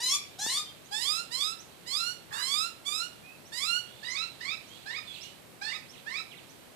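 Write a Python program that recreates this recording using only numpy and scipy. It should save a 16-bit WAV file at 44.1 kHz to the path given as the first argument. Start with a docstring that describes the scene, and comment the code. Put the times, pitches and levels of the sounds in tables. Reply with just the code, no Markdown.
"""Young magpies begging on a back lawn

Each call is a nasal, climbing whine: harmonics from the syrinx, shaped by throat and beak, with air
pulsing in step. Two come from straight ahead, six from close on the right, five hoarser ones from
farther off on that side, and the house wall throws them back. Small birds chirp and whistle in the
distance over a soft hum of traffic and leaves; something knocks lightly nearby, once."""
import sys
import numpy as np
from scipy import signal
from scipy.fft import rfft, irfft, next_fast_len
from scipy.io import wavfile
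from scipy.ndimage import map_coordinates

SR = 44100
rng = np.random.default_rng(int(sys.argv[2]) if len(sys.argv) > 2 else 0)


def transcribe(u):
    """Save the signal u as a 16-bit wav file named by the first command-line argument.

    u: samples, shape (n,) or (channels, n), limited to [-1, 1]; the rate is SR.
    q: integer samples, one column per channel.
    """
    v = np.clip(np.atleast_2d(u).T, -1, 1)
    q = np.round(v * 32767).astype(np.int16)
    wavfile.write(sys.argv[1], SR, q)


N = 297675
TIME = np.arange(N) / SR
LEFT_LAG_S = 0.00043   # sound from the right reaches the left side this much later

# air rushing through the syrinx of the two near magpies: f/Hz, level/dB
NEAR_AIR = [(500, -7), (1200, -19), (2400, 1), (3800, 2), (5000, -4), (6200, -35), (8000, 6), (11000, -8),
            (14500, -24)]
# stereo placement of scattered sound, mostly to the right: f/Hz, left minus right/dB
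SCATTER_BALANCE = [(500, -47), (1100, 5.5), (2200, -22.5), (4000, -19.5), (8000, -31), (14000, -8)]


def from_db(db):
    """Decibels to gain."""
    return 10 ** (np.asarray(db) / 20)


def at_hz(points, hz):
    """Read a table of (f/Hz, value) on a log-frequency axis."""
    f, value = np.transpose(points)
    return np.interp(np.log(np.maximum(hz, 1)), np.log(f), value)


def colour(x, spectrum):
    """EQ a sound with a curve of (f/Hz, level/dB)."""
    size = next_fast_len(len(x) + SR // 20, real=True)
    gain = from_db(at_hz(spectrum, np.fft.rfftfreq(size, 1 / SR)))
    return irfft(rfft(x, size) * gain, size)[:len(x)]


def noise(spectrum, size):
    """Coloured noise of unit rms."""
    x = colour(rng.standard_normal(size), spectrum)
    return x / np.sqrt(np.mean(x ** 2) + 1e-20)


def drift(rate_hz, size):
    """Smooth random wander with a spread of about 1."""
    steps = np.arange(size) * rate_hz * 2 / SR
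    return map_coordinates(rng.standard_normal(4096), [steps], order=3, mode="wrap")


def pan(x, balance):
    """Constant-power pan by a curve of (f/Hz, left minus right/dB)."""
    hz, lean_db = np.transpose(balance)
    right_db = 10 * np.log10(2 / (1 + from_db(lean_db) ** 2))
    return np.array([colour(side, np.c_[hz, db]) for side, db in zip(x, (right_db + lean_db, right_db))])


def add(out, start_s, sound):
    """Mix a sound in at its start time."""
    at = max(int(start_s * SR), 0)
    out[at:at + len(sound)] += sound[:N - at]


def delayed(x, delay_s):
    """The same sound, arriving later."""
    return np.interp(TIME - delay_s, TIME, x, left=0)


def voice_crack(t, crack_s, width_s=0.0091, lead_s=0.013):
    """The voice falters (a brief bump), then changes register (a smooth step from 0 to 1)."""
    falter = np.exp(-((t - crack_s + lead_s) / width_s) ** 2)
    register = .5 + .5 * np.tanh((t - crack_s) / width_s)
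    return falter, register


def call_pitch(t, length, register, jump_hz, start_hz, top_hz, climb_s, bend, slope_hz_per_s):
    """A scoop, an ever steeper climb with a jump in it, a straight slope and a catch near the end."""
    catch_hz, catch_lead_s, catch_width_s = 37.1, 0.01743, 0.0067
    climb = start_hz + (top_hz - jump_hz - start_hz) * np.minimum(t / climb_s, 1) ** bend
    glide = climb + jump_hz * register + slope_hz_per_s * np.maximum(t - climb_s, 0)
    scoop = 1 - .14 * np.exp(-t / .011)
    catch = catch_hz * np.exp(-((length - t - catch_lead_s) / catch_width_s) ** 2)
    return glide * scoop - catch


def whine(call, body, throat, air, jitter, jitter_hz, shimmer_db, surge_db, air_db, hoarse,
          attack_s, release_s, arch_db, closing_db, crack_rough, crack_level_db, crack_step_db):
    """One call from the syrinx: a harmonic stack on a trembling pitch, with air that pulses in step."""
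    length, *glide, crack_s, jump_hz, low_db, swell_db, octave_db, upper_db, dulling_db = call
    t = np.arange(0, length, 1 / SR)
    size = len(t)
    along = 2 * t / length - 1   # from -1 at the start to 1 at the end
    falter, register = voice_crack(t, crack_s)
    pitch = call_pitch(t, length, register, jump_hz, *glide)
    # the syrinx beats unevenly while it is slack or cracking, and steadies as it tightens
    slack = 1 + hoarse * np.clip((1250 - pitch) / 300, 0, 1) + crack_rough * falter
    trembling_hz = pitch * (1 + jitter * slack * drift(jitter_hz, size))
    phase = 2 * np.pi * np.cumsum(trembling_hz) / SR
    orders = np.arange(1, 19)[:, None]
    hz = orders * pitch
    # the low partials slide through the body's peaks; the third and fourth fade as the call closes
    first, second, third, fourth = at_hz(body, hz[:4]) + low_db
    closing = closing_db * np.maximum(along, 0) ** 2
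    low = from_db([first, second + octave_db, third - closing, fourth - closing])
    # the upper partials flare in the throat's resonances; together they arch and dull along the call
    upper = from_db(at_hz(throat, hz[4:]))
    upper_rms = np.sqrt(np.mean(np.sum(upper ** 2, axis=0)))
    upper *= from_db(upper_db - dulling_db * along / 2 - arch_db * along ** 2) / upper_rms
    heights = np.vstack([low, upper]) * (hz < .45 * SR)
    # each partial shimmers quickly and surges slowly on its own
    flutter = from_db([shimmer_db * drift(70.14, size) + surge_db * drift(21.78, size) for _ in orders])
    bloom = from_db(-8 * np.exp(-t / .012) * (orders > 2))   # overtones open a moment late
    offsets = rng.uniform(0, 2 * np.pi, orders.shape)
    tone = np.sqrt(2) * np.sum(heights * flutter * bloom * np.sin(orders * phase + offsets), axis=0)
    # the harder the bird presses, the more upper partials and the more air
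    effort = np.sqrt(np.sum(heights[2:] ** 2, axis=0))
    hiss = from_db(air_db) * np.sqrt(slack) * effort * noise(air, size) * (1 + .5 * np.cos(phase))
    gate = np.clip(np.minimum(t / attack_s, (length - t) / release_s), 0, 1)
    level_db = swell_db * along / 2 + crack_step_db * (register - .5) + crack_level_db * falter
    return (tone + hiss) * gate * from_db(level_db)


def magpie(calls, body, throat, air, **voice):
    """A run of begging calls in one voice."""
    # calls: t/s, length/s, start f/Hz, top f/Hz, climb/s, bend (1 = straight), later slope/(Hz/s),
    #   time to the crack/s, jump/Hz, low partials/dB, swell/dB, octave boost/dB,
    #   upper partials/dB, their fall/dB
    # body: peaks and hollows of throat, beak and ground bounce, on the four low partials
    # throat: resonances on the partials above those
    out = np.zeros(N)
    for start_s, *call in calls:
        add(out, start_s, whine(call, body, throat, air, **voice))
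    return out


def lawn_magpie():
    """The bird straight ahead: the steadiest pitch and a quick attack."""
    calls = [(0, 0.18, 993, 1212, 0.156, 2.87, -1157, 0.097, 19, -28, 6.8, 0.3, -32.5, 9.1),
             (0.385, 0.24, 824, 1234, 0.203, 1.71, 645, 0.108, 39.2, -31, 11, 0.0, -35, 17.7)]   # two whines, columns as in magpie()
    body = [(830, -6), (1000, -19), (1200, -18.1), (1700, -7), (2100, -15), (2550, -25), (2950, -3.5),
            (3080, -17.5), (3520, -0.9), (3800, -6), (4020, 0.5), (4300, -9), (4900, -5)]   # low-partial EQ: f/Hz, level/dB
    throat = [(3800, 4), (4700, 1), (5300, 3), (5900, -2), (7100, -1), (8000, -13), (9000, -8),
              (10500, -15), (12000, -15), (14500, -25)]   # upper-partial EQ: f/Hz, level/dB
    return magpie(calls, body, throat, NEAR_AIR, jitter=0.0033, jitter_hz=286,
                  shimmer_db=2.5, surge_db=2.5, air_db=-16.0, hoarse=0.35,
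                  attack_s=0.006, release_s=0.049, arch_db=2.5, closing_db=8.5,
                  crack_rough=0.88, crack_level_db=0, crack_step_db=4.5)


def suburb_hum(shared, level_db):
    """Distant traffic and leaves: steady noise, with a share of its power common to both sides."""
    spectrum = [(15, -47), (25, -27.5), (124, -5), (716, -11), (862, -14), (934, -13.5), (1070, -15.5),
                (1720, -17), (2440, -18), (2940, -19), (3440, -21.5), (4260, -22.5), (6880, -26),
                (7860, -23), (14500, -26.5)]   # bass-heavy hum: f/Hz, level/dB
    balance = [(60, 10), (120, 7.5), (370, 1), (700, -1.5), (1300, -3.5), (2400, -6), (4500, -4.5),
               (8000, -4.5), (14000, 2)]   # placement: f/Hz, left minus right/dB
    centre = np.sqrt(shared) * noise(spectrum, N)
    sides = np.sqrt(1 - shared) * np.array([noise(spectrum, N), noise(spectrum, N)])
    return from_db(level_db) * pan(centre + sides, balance)


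def chorus(bed_db=-58, fade_db_per_s=1.7, flicker_db=1.2):
    """Birds too far off to tell apart merge into a wash that swells as more join in."""
    spectrum = [(1400, -50), (2200, -1.5), (3300, 2.5), (4300, 2.5), (5500, -16), (7500, -6.5),
                (10000, -19)]   # colour of the wash: f/Hz, level/dB
    swells = [(4.15, 0.32, -55), (4.78, 0.16, -54.5), (5.19, 0.11, -49), (5.95, 0.066, -56.5),
              (6.42, 0.25, -60.5)]   # its surges: peak t/s, half width/s, level/dB
    bed_power = from_db(bed_db - fade_db_per_s * TIME) ** 2
    swell_power = sum(from_db(db) ** 2 * np.exp(-((TIME - s) / width) ** 2) for s, width, db in swells)
    level = np.sqrt(bed_power + swell_power) * from_db(flicker_db * drift(14, N))
    return pan(level * np.array([noise(spectrum, N), noise(spectrum, N)]), SCATTER_BALANCE)


def bird_notes(notes, bend, waver, waver_hz):
    """Wavering sine glides that swell and fade; a bend above 1 speeds up, one below 1 slows down."""
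    out = np.zeros(N)
    for start_s, length, start_hz, end_hz, level_db in notes:
        along = np.linspace(0, 1, int(length * SR))
        glide = start_hz + (end_hz - start_hz) * along ** bend
        hz = glide * (1 + waver * drift(waver_hz, len(along)))
        swell = np.sqrt(2) * np.abs(np.sin(np.pi * along)) ** 0.46
        add(out, start_s, from_db(level_db) * swell * np.sin(2 * np.pi * np.cumsum(hz) / SR))
    return out


def whistles():
    """Birds in distant gardens whistle slow glides."""
    notes = [(0.07, 0.16, 2970, 2204, -51.5), (0.655, 0.064, 3100, 3210, -56),
             (3.225, 0.134, 2365, 2650, -57.5), (3.85, 0.22, 3190, 3710, -63),
             (4.68, 0.14, 3000, 3500, -59), (5.065, 0.07, 3610, 3310, -46), (5.10, 0.25, 2505, 3030, -57.5)]   # glides: t/s, length/s, start f/Hz, end f/Hz, level/dB
    return bird_notes(notes, bend=0.79, waver=0.0157, waver_hz=163.5)


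def knock(start_s=0.464, gain_db=-30.5):
    """A light, close knock: quickly damped modes of something too small to radiate bass."""
    modes = [(234, -15, 0.029), (355, 0, 0.013), (500, -9, 0.016), (870, 0, 0.0096), (1360, -2, 0.0043)]   # resonances: f/Hz, level/dB, t60/s
    out, t = np.zeros(N), TIME[:SR // 10]
    ring = sum(from_db(gain_db + db - 60 * t / t60) * np.sin(2 * np.pi * hz * t) for hz, db, t60 in modes)
    add(out, start_s, ring)
    return signal.sosfilt(signal.butter(2, 200, "high", fs=SR, output="sos"), out)


def chirps(length_s=0.038, flick_ratio=1.3, chip_ratio=0.51):
    """One small bird flicks thinly upward; another answers with lower, falling chips."""
    flicks = [(0.845, 5750, -62), (1.585, 5300, -53.5), (3.45, 5250, -61), (4.10, 5620, -45),
              (4.665, 5480, -62), (5.207, 5080, -50), (5.887, 5000, -56), (6.485, 5330, -62)]   # rising notes: t/s, start f/Hz, level/dB
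    chips = [(5.137, 4390, -48.5), (5.93, 3450, -58), (5.963, 4100, -58), (6.31, 3450, -51.5),
             (6.368, 4000, -56)]   # falling notes: t/s, start f/Hz, level/dB
    rising = [(s, length_s, hz, hz * flick_ratio, db) for s, hz, db in flicks]
    falling = [(s, length_s, hz, hz * chip_ratio, db) for s, hz, db in chips]
    return bird_notes(rising + falling, bend=1.4, waver=0.018, waver_hz=211)


def right_magpie():
    """The bird close on the right: soft-edged calls that flare as the voice cracks."""
    calls = [(0.905, 0.34, 836, 1190, 0.18, 2.03, 1654, 0.13, 6, -30.5, 3.5, 0, -40, 6.8),
             (1.305, 0.26, 971, 1259, 0.15, 1.39, 1243, 0.12, 19, -30, -6, -1.2, -43, 6.6),
             (1.855, 0.3, 1005, 1340, 0.14, 2.06, 989, 0.074, 28, -30.5, 5.5, 1.1, -45.5, 11),
             (2.315, 0.39, 873, 1406, 0.36, 1.23, -210, 0.13, -11.5, -29.5, 6.5, 0.5, -41.5, 7.3),
             (2.845, 0.25, 1161, 1423, 0.192, 1.9, 1036, 0.095, 28, -31, -1.7, 1.1, -46.5, 15.4),
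             (3.515, 0.31, 926, 1352, 0.16, 1.93, 987, 0.079, 18, -30.5, 12.5, 6.5, -44.5, 17.7)]   # six whines, columns as in magpie()
    body = [(850, -4.5), (1020, -20), (1250, -14.5), (1390, -11.5), (1500, -16), (1700, -9), (2100, -20.5),
            (2550, -20.5), (2880, -14.5), (3100, -17.5), (3520, -2), (3800, -11), (4050, -8), (4550, -11),
            (5000, -6.5), (5500, -19)]   # low-partial EQ: f/Hz, level/dB
    throat = [(3800, -4), (5100, 4), (5700, -6.5), (6200, -12.5), (7100, -3), (8500, -9), (10000, -12),
              (12000, -16.5), (14500, -28)]   # upper-partial EQ: f/Hz, level/dB
    return magpie(calls, body, throat, NEAR_AIR, jitter=0.0045, jitter_hz=298,
                  shimmer_db=1.5, surge_db=1.82, air_db=-19.5, hoarse=0.74,
                  attack_s=0.024, release_s=0.064, arch_db=3.0, closing_db=7.0,
                  crack_rough=0.97, crack_level_db=4.5, crack_step_db=4.0)


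def rasp():
    """At the start of one call the voice breaks into noise before it settles."""
    envelope = [(2.304, -56), (2.33, -43), (2.37, -44), (2.405, -38.5), (2.44, -49), (2.47, -68)]   # hoarse burst: t/s, level/dB
    spectrum = [(700, -39), (1100, -12), (1400, -13), (1750, -9), (2100, -25), (3000, -36)]   # its midrange colour: f/Hz, level/dB
    times, level_db = np.transpose(envelope)
    return from_db(np.interp(TIME, times, level_db, left=-150, right=-150)) * noise(spectrum, N)


def far_magpie():
    """The bird farther off: short, hoarse, breathy calls."""
    calls = [(4.025, .24, 936, 1202, 0.13, 1.44, 1895, 0.14, 115, -33.5, 11.2, -0.75, -47.5, 12),
             (4.403, 0.16, 968, 1344, 0.14, 1.44, -200, 0.047, 0, -35, 8.6, -0.58, -56, 32),
             (4.855, .155, 843, 1254, 0.12, 2.03, 500, 0.091, 68, -38, 5.4, 1, -55.5, 29),
             (5.61, .175, 846, 1294, .146, 2.74, -1600, .118, 111, -35.5, 1.3, -1.6, -46, 18),
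             (6.055, 0.17, 869, 1309, 0.13, 1.58, 875, 0.075, 14, -36, 11.3, 0.3, -52.5, 8.8)]   # five whines, columns as in magpie()
    body = [(850, -10.5), (1050, -18.5), (1320, -18.5), (1680, -3.5), (2200, -5.5), (2550, -13),
            (2900, -12.5), (3120, -25), (3550, -8.5), (4050, -11.5), (4500, -15), (5050, -16.5),
            (5400, -25)]   # low-partial EQ: f/Hz, level/dB
    throat = [(3800, 7), (5000, -0.5), (5500, -4), (6200, -21.5), (7500, -13), (10000, -21.5), (14500, -67)]   # upper-partial EQ: f/Hz, level/dB
    air = [(500, -28), (1200, 7), (2200, -8), (4000, 1), (6000, 0.5), (8000, -5), (14500, -42)]   # air through the syrinx: f/Hz, level/dB
    return magpie(calls, body, throat, air, jitter=0.0085, jitter_hz=348,
                  shimmer_db=3.5, surge_db=1.6, air_db=-14.5, hoarse=0.93,
                  attack_s=0.0095, release_s=0.021, arch_db=8.5, closing_db=0.5,
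                  crack_rough=2.1, crack_level_db=0, crack_step_db=4.0)


def yard_tail():
    """Scatter from fences and trees: noise that dies sooner in the treble, different on each side."""
    spectrum = [(500, 3.5), (1200, -3), (2600, 7), (4200, -1), (7000, 3), (14000, 4)]   # reverb EQ: f/Hz, level/dB
    decay_times = [(500, 0.56), (3000, 0.36), (7000, 0.35), (14000, 0.38)]   # reverb decay: f/Hz, t60/s
    t, edges = TIME[:SR * 3 // 4], np.geomspace(300, 16000, 8)
    onset = 1 - np.exp(-t / 0.0012)
    out = 0
    for low, high in zip(edges, edges[1:]):
        bandpass = signal.butter(2, [low, high], "band", fs=SR, output="sos")
        band = signal.sosfilt(bandpass, rng.standard_normal((2, len(t))))
        hz = np.sqrt(low * high)
        decay = from_db(-60 * t / at_hz(decay_times, hz)) * onset
        out = out + band * decay / np.sqrt(np.sum(decay ** 2)) * from_db(at_hz(spectrum, hz))
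    return out


def yard(x, balance, scatter_balance, lag_s, direct_db, echo_db, tail_db):
    """The straight path reaches the nearer side first; wall echoes and a diffuse tail follow."""
    reflections = [(.011, -22), (.0267, -15), (.0283, -15)]   # slaps off the house wall: delay/s, level/dB
    wall_eq = [(1000, -4), (3500, -2), (5200, 1), (7000, 8), (14000, 8)]   # the wall returns the beamed treble best: f/Hz, level/dB
    direct = pan([delayed(x, lag_s), x], balance)
    bright = colour(x, wall_eq)
    echoes = 0
    for delay_s, db in reflections:
        side_lags = rng.uniform(0, LEFT_LAG_S, 2)
        echoes = echoes + from_db(db) * np.array([delayed(bright, delay_s + lag) for lag in side_lags])
    tail = signal.fftconvolve(x[None], yard_tail(), axes=1)[:, :N]
    scatter = pan(from_db(echo_db) * echoes + from_db(tail_db) * tail, scatter_balance)
    return from_db(direct_db) * direct + scatter


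def scene():
    """Three magpies in the yard, over the sounds of the neighbourhood."""
    centred = [(500, 0.42), (4000, -0.072), (8000, 0.37)]   # almost even placement: f/Hz, left minus right/dB
    shaded = [(500, 26), (1100, -10), (2200, -16.5), (4000, -38), (8000, -23), (14000, -24)]   # treble from the right is shaded on the left: f/Hz, left minus right/dB
    ahead, on_right = (centred, centred, 0), (shaded, SCATTER_BALANCE, LEFT_LAG_S)
    lawn, right, far = lawn_magpie(), right_magpie(), far_magpie()
    small_birds = chirps() + whistles()
    return (yard(lawn, *ahead, direct_db=-3.0, echo_db=4.5, tail_db=-8)
            + yard(right + rasp(), *on_right, direct_db=1.5, echo_db=1.0, tail_db=-7.0)
            + yard(far, *on_right, direct_db=2.5, echo_db=4.0, tail_db=-5.0)
            + yard(small_birds, *on_right, direct_db=3.5, echo_db=-17, tail_db=-2.5)
            + chorus()
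            + knock() * from_db([[3], [-10.5]])   # well to the left
            + suburb_hum(shared=0.13, level_db=-52.5))


def record(dry):
    """A steep low-pass takes off the very top."""
    cutoff_hz = 14600
    return signal.sosfilt(signal.ellip(12, .1, 80, cutoff_hz, fs=SR, output="sos"), dry)


dry = scene()
out = record(dry)
transcribe(out)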